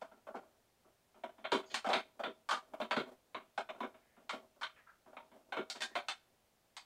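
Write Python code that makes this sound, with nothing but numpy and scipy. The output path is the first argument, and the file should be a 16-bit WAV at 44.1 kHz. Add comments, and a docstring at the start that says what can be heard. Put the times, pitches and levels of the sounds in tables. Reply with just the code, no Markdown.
"""In a small carpeted room, a puppy noses and paws a plastic treat puzzle on a raised fabric bed.
Knocks ring the hollow tray, sliding pieces scrape and snap against their stops, a loose flap slaps,
and the toy thumps back onto the bed. Each shift of a paw jogs the toy and rubs the cloth, which also
rustles briefly after every knock on the tray. The camera's noise suppressor turns down the fading
ends and quiet gaps. Under it all lie faint, low room tone and microphone hiss."""
import sys
import numpy as np
from scipy import signal
from scipy.fft import rfft, irfft
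from scipy.io import wavfile
from scipy.ndimage import uniform_filter1d

SR = 44100
rng = np.random.default_rng(int(sys.argv[2]) if len(sys.argv) > 2 else 0)


def materialize(psi):
    """Save the field psi as 16-bit PCM at rate SR to the path in sys.argv[1].

    A 1-D psi becomes a single channel; in a 2-D psi each row is a channel.
    """
    bounded = np.clip(np.atleast_2d(psi).T, -1, 1)
    quanta = np.round(bounded * 32767).astype(np.int16)
    wavfile.write(sys.argv[1], SR, quanta)


N = 302085

# The tones the toy rings at. Each row: pitch in Hz, width in Hz, height above the broad sound in dB.
TOY_TONES = [(222.7, 29, 15), (257.4, 36, 12), (382.2, 18, 16.5), (585, 76, 5.5), (638.4, 4.1, 16),
             (772.5, 9.8, 8.5), (810, 12, -9.5), (970, 29, 5), (1137, 59, 2.5), (1264, 48, -0.5),
             (1338, 18, 9), (1400, 12, 10), (1507, 68, 3), (2220, 88, 5.5), (2176, 11, 6), (2440, 51, 5),
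             (3130, 110, 6), (3560, 110, 7), (3660, 860, -3)]
# A paw shifts on the tight cloth.
# Each row: start in seconds, length in seconds, level in dB, clack of the jog it gives the toy in dB.
PAW_SHIFTS = [(0.115, 0.018, -54, -13), (0.429, 0.077, -57.5, -26), (0.847, 0.05, -57.5, -23),
              (1.144, .03, -56.5, -9), (1.292, 0.12, -59.5, -7.5), (1.382, 0.026, -54.5, -8),
              (1.631, 0.14, -55, -5), (2.616, 0.25, -60, -20), (3.06, 0.074, -52.5, -29),
              (3.408, 0.025, -58.5, -8), (3.749, 0.045, -54, -11), (3.943, 0.023, -56.5, -4.5),
              (4.167, 0.22, -57, -7.5), (4.387, 0.07, -58.5, -24), (4.561, .02, -59.5, -24),
              (5.061, 0.27, -54.5, -16), (5.316, 0.19, -55.5, -8), (5.749, 0.17, -52.5, -16)]
# A nose or paw knocks the tray. Each row: start in seconds, level in dB, pitch of the spot hit in Hz,
# bed thump in dB, clack in dB. Thump and clack are counted from the level.
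TRAY_KNOCKS = [ (0.017, -39, 652, -15.5, -20), (.269, -39.5, 650, -11.5, -17),
               (.342, -38.5, 600, -4.5, -31), (1.236, -37.5, 660, -10.5, -10), (1.443, -42, 630, -14, -1),
               (1.451, -41.5, 646, -18.5, 0.5), (1.519, -30, 600, 0.5, -3), (1.845, -35.5, 780, -22, -13),
               (1.864, -33.5, 720, -10, -10), (1.889, -30.5, 737, -11, -18.5),
               (1.902, -35.5, 825, -16.5, -4), (1.932, -30.5, 667, -7.5, 0), (2.194, -35, 637, -27, -17.5),
               (2.237, -38, 650, -8, 0), (2.736, -39.5, 650, -15, -14), (2.801, -34, 644, -14, -15),
               (2.815, -45, 600, 3, 3), (2.91, -34, 976, -12.5, 1.5), (2.966, -34.5, 570, 0.5, -1),
               (3.346, -39.5, 660, -8, -1.5), (3.577, -33, 666, -13.5, -8.5), (3.69, -38, 647, -14, -7),
               (3.805, -38, 982, -6.5, -7), (5.129, -46.5, 750, -22, -17), (5.168, -42, 932, -15.5, -4.5),
               (5.523, -37.5, 780, -18, -2.5), (5.568, -37.5, 530, 0, -5), (5.954, -33.5, 704, -42, -2.5)]
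TRAY_RANGE_HZ = (569, 1608)
BLOW_SAMPLES = 16384  # room for one blow and its echo


def amp(db):
    """Turns decibels into a number to multiply by."""
    return 10 ** (np.asarray(db) / 20)


def evened(x):
    """Scales a sound to an average power of 1."""
    return x / np.sqrt(np.mean(x ** 2) + 1e-20)


def read(points, hz):
    """Reads between the rows of a table of frequencies and values."""
    f, value = np.transpose(points)
    return np.interp(np.log(hz + 1), np.log(f + 1), value)


def add(mix, start, sound):
    """Lays a sound into the mix at a start time in seconds."""
    part = mix[max(round(start * SR), 0):][:len(sound)]
    part += sound[:len(part)]


def tinted(x, points):
    """Shapes a sound's lows and highs from a table, at an average power of 1."""
    gain = amp(read(points, np.fft.rfftfreq(N, 1 / SR)))
    return evened(irfft(rfft(x) * gain, N))


def peak(f, hz, width, db):
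    """The power of one ringing tone, spread around its pitch."""
    return amp(db) ** 2 / (1 + (2 * (f - hz) / width) ** 2)


def ringing(gain):
    """A filter with this gain that rings after a blow, never before it."""
    log_gain = np.log(np.maximum(gain, 1e-5))
    mirrored = np.r_[log_gain, log_gain[-2:0:-1]]
    return np.exp(np.conj(signal.hilbert(mirrored)))[:len(gain)]


def band(f, low, high):
    """Lets through the frequencies from low to high, with soft edges."""
    return 1 / np.sqrt((1 + (low / (f + 1)) ** 12) * (1 + (f / high) ** 24))


def room_path(click_db=-12, chatter_db=4, chatter_s=0.00052, build_s=0.00082):
    """A filter made of a click, a brief chatter of loose plastic and echoes off the nearby walls."""
    # How fast the room goes quiet. Each row: frequency in Hz, seconds to fade by 60 dB.
    fade_times = [(200, 0.23), (1500, 0.26), (10000, 0.29)]
    t = np.arange(BLOW_SAMPLES) / SR
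    chatter = 1 + amp(chatter_db) * np.exp(-t / chatter_s)
    echoes = rng.standard_normal(BLOW_SAMPLES) * (1 - np.exp(-t / build_s)) * chatter
    hz, age, slices = signal.stft(echoes, SR, nperseg=256)
    faint_tail = amp(-25) * amp(-60 * age / 0.29)
    fade = np.hypot(amp(-60 * age / read(fade_times, hz)[:, None]), faint_tail)
    path = signal.istft(slices * fade, SR, nperseg=256)[1][:BLOW_SAMPLES]
    path /= np.linalg.norm(path)
    path[0] += amp(click_db)
    return rfft(path)


def blows(rows, ring_range_hz, ring_s=0.015, thump_lag_s=0.00323):
    """Each blow on the plastic makes a ring, a low thump of the bed, a clack and a high snap."""
    # The broad sound of struck plastic. Each row: frequency in Hz, level in dB.
    plastic = [(90, -6.5), (165, -6.5), (205, -1), (290, 3), (450, 5.5), (600, 6.5), (1000, 4), (1500, -2),
               (2000, 0), (3000, -3.5), (4300, -6.5), (5600, -17.5), (8800, -23.5), (9700, -33.5),
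               (15000, -38.5)]
    f, out = np.fft.rfftfreq(BLOW_SAMPLES, 1 / SR), np.zeros(N)
    body = 1 + sum(peak(f, *tone) for tone in TOY_TONES)
    ring = ringing(band(f, *ring_range_hz))
    snap = ringing(band(f, 4445, 12200))
    delay = np.exp(-2j * np.pi * f * thump_lag_s)  # the soft bed gives way a moment later
    thump = ringing(band(f, 132, 459)) * delay
    for start, db, spot_hz, thump_db, clack_db, snap_db in rows:
        # Each spot on the shell brings out different tones.
        uneven_db = 2.5 * evened(uniform_filter1d(rng.standard_normal(len(f)), size=70))
        tones = np.sqrt(body + peak(f, spot_hz, width=50, db=14))
        shell = ringing(amp(read(plastic, f) + uneven_db) * tones)
        blow = shell * room_path(click_db=-10 + 0.15 * clack_db)  # hard blows open with a sharper crack
        reach = amp(0.1 * (db + clack_db + 43))  # a firmer hit is shorter, so its clack reaches higher
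        clack = ringing(band(f, 1150, 4340 * reach))
        parts = ((ring, 0), (thump, thump_db), (clack, clack_db), (snap, snap_db))
        sound = sum(amp(share_db) * evened(irfft(blow * part)) for part, share_db in parts)
        # The ring carries as much energy as its level held for ring_s.
        add(out, start, amp(db) * np.sqrt(ring_s * SR / BLOW_SAMPLES) * sound)
    return out


def background(level_db=-75):
    """A faint, steady background of low room tone and microphone hiss."""
    # Each row: frequency in Hz, relative level in dB.
    background_shape = [(20, -6), (130, -3.5), (300, -7.5), (650, -5.5), (1200, -12.5), (3000, -15.5),
                        (15500, -22.5)]
    return amp(level_db) * tinted(rng.standard_normal(N), background_shape)


def rubbing_strength(rise_s=0.022, release_s=0.03, settle_db=-18, settle_s=0.11, stir_db=-73):
    """How hard the cloth is rubbed: paws press and let go, and it settles after each tray knock."""
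    t = np.arange(SR) / SR
    power = np.full(N, amp(stir_db) ** 2)  # the cloth is never quite still under the puppy
    for start, length, db, _ in PAW_SHIFTS:
        press = np.minimum(t / rise_s, 1)
        let_go = np.exp(-np.maximum(t - length, 0) / release_s)
        add(power, start, (amp(db) * press * let_go) ** 2)
    for start, db, *_ in TRAY_KNOCKS:
        add(power, start, (amp(db + settle_db) * np.exp(-t / settle_s)) ** 2)
    return np.sqrt(power)


def cloth_rustle(slips_per_s=70, spread_db=4.5, slip_s=0.03):
    """Cloth sticks and slips under the paws in small uneven bursts."""
    # The sound of rubbed cloth. Each row: frequency in Hz, relative level in dB.
    cloth_shape = [(80, -15), (150, -23), (230, 0), (400, -0.5), (650, 4.5), (1000, -4), (2000, -22.5),
                   (15000, -30.5)]
    slip_power = amp(spread_db * np.minimum(rng.exponential(1, N), 3)) ** 2
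    slips = slip_power * (rng.random(N) < slips_per_s / SR)
    bursts = np.sqrt(signal.lfilter([1], [1, -np.exp(-1 / (slip_s * SR))], slips))
    return rubbing_strength() * tinted(bursts * rng.standard_normal(N), cloth_shape)


def through_toy(rustle, tones_db=-9):
    """The toy rests on the cloth, so the rubbing makes it ring a little."""
    f = np.fft.rfftfreq(N, 1 / SR)
    body = np.sqrt(1 + amp(tones_db) ** 2 * sum(peak(f, *tone) for tone in TOY_TONES))
    return np.std(rustle) * evened(irfft(rfft(rustle) * ringing(body), N))


def scrapes(fade_db=6):
    """A piece rubs along its track and hisses around one pitch, easing off as it slows."""
    # Each row: start in seconds, end in seconds, pitch in Hz, width in Hz, level in dB.
    slides = [(1.662, 1.758, 4670, 800, -61), (1.657, 1.758, 6600, 800, -59),
              (1.699, 1.724, 3200, 2400, -46), (4.013, 4.17, 1900, 900, -66.5),
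              (4.759, 4.8, 1650, 1210, -51.5), (4.864, 4.912, 1390, 600, -50),
              (5.897, 5.924, 1820, 350, -52.5)]
    f, out = np.fft.rfftfreq(BLOW_SAMPLES, 1 / SR), np.zeros(N)
    for start, end, hz, width, db in slides:
        n = max(round((end - start) * SR), 2)
        rub = rng.standard_normal(n) * amp(np.linspace(0, -fade_db, n))
        sound = irfft(rfft(rub, BLOW_SAMPLES) * room_path() * ringing(peak(f, hz, width, 0)))
        add(out, start, amp(db) * np.sqrt(n / BLOW_SAMPLES) * evened(sound))
    return out


def paw_jogs(above_rub_db=6.5, pitch_hz=641, thump_db=-4, snap_db=-31):
    """The toy gets a soft, dull bump as each paw starts to move."""
    rows = [(start, db + above_rub_db, pitch_hz, thump_db, clack_db, snap_db)
            for start, _, db, clack_db in PAW_SHIFTS]
    return blows(rows, TRAY_RANGE_HZ)


def flap_slaps(thump_db=-29.5, snap_db=-11.5):
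    """A loose flap slaps against its stop as the puppy lifts the toy."""
    # Each row: start in seconds, level in dB, pitch in Hz, clack in dB counted from the level.
    slaps = [(2.489, -32, 1150, -11.5), (2.51, -29.5, 1215, -8), (4.612, -39, 1100, -9),
             (4.632, -40, 1183, 3)]
    rows = [(start, db, hz, thump_db, clack_db, snap_db) for start, db, hz, clack_db in slaps]
    return blows(rows, ring_range_hz=(803, 1610))


def slider_snaps(thump_db=-28.5, clack_db=4.5):
    """Light, hard sliding pieces clack and snap against their stops, hardly moving the bed."""
    # Each row: start in seconds, level in dB, pitch in Hz, snap in dB counted from the level.
    stops = [(.014, -57.5, 616, -1.5), (.356, -61.5, 616, -0.5), (1.743, -39.5, 792, 1.5),
             (4.294, -41, 1120, -6.5), (5.7, -50.5, 1437, 13.5), (5.759, -51, 736, -2),
             (5.807, -46.5, 1830, 4), (5.82, -43, 1570, 4.5), (6.085, -40.5, 774, 0), (6.767, -48, 747, 5)]
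    rows = [(start, db, hz, thump_db, clack_db, snap_db) for start, db, hz, snap_db in stops]
    return blows(rows, ring_range_hz=(647, 1670))


def toy_landings(pitch_hz=516, clack_db=-7.5, snap_db=-29):
    """The whole toy drops flat onto the bed with a dull thump."""
    # Each row: start in seconds, level in dB, bed thump in dB counted from the level.
    drops = [(.361, -48.5, 1), (1.526, -41.5, 3.5), (2.266, -46, 5.5), (2.52, -48.5, 0), (2.967, -47.5, 5),
             (3.83, -39.5, -1), (4.33, -41, -3), (5.581, -42.5, 1)]
    rows = [(start, db, pitch_hz, thump_db, clack_db, snap_db) for start, db, thump_db in drops]
    return blows(rows, TRAY_RANGE_HZ)


def tray_knocks(strong_db=-33):
    """A nose or paw rings the hollow tray; stronger, harder knocks have more snap."""
    rows = []
    for start, db, hz, thump_db, clack_db in TRAY_KNOCKS:
        snap_db = -15 + 1.4 * (db - strong_db) + 0.44 * clack_db
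        rows.append((start, db, hz, thump_db, clack_db, snap_db))
    return blows(rows, TRAY_RANGE_HZ)


def scene():
    """The toy's knocks, snaps and scrapes over the rustle of the bed, in one channel."""
    toy = tray_knocks() + toy_landings() + slider_snaps() + flap_slaps() + paw_jogs() + scrapes()
    return (toy + through_toy(cloth_rustle()))[None]


def record(dry, threshold_db=-45.5, depth_db=13.0, softness_db=3.0, top_hz=15800):
    """The noise suppressor turns down quiet moments; the background is added and the top treble cut."""
    level_db = 10 * np.log10(abs(uniform_filter1d(dry[0] ** 2, size=400)) + 1e-12)
    shut = .5 - .5 * np.tanh((level_db - threshold_db) / (2 * softness_db))  # 1 when quiet, 0 when loud
    quieted = dry * amp(-depth_db * uniform_filter1d(shut, size=150))
    treble_cut = signal.firwin(511, top_hz, window=("kaiser", 9), fs=SR)
    return signal.oaconvolve(quieted + background(), treble_cut[None], "same")


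dry = scene()
out = record(dry)
materialize(out)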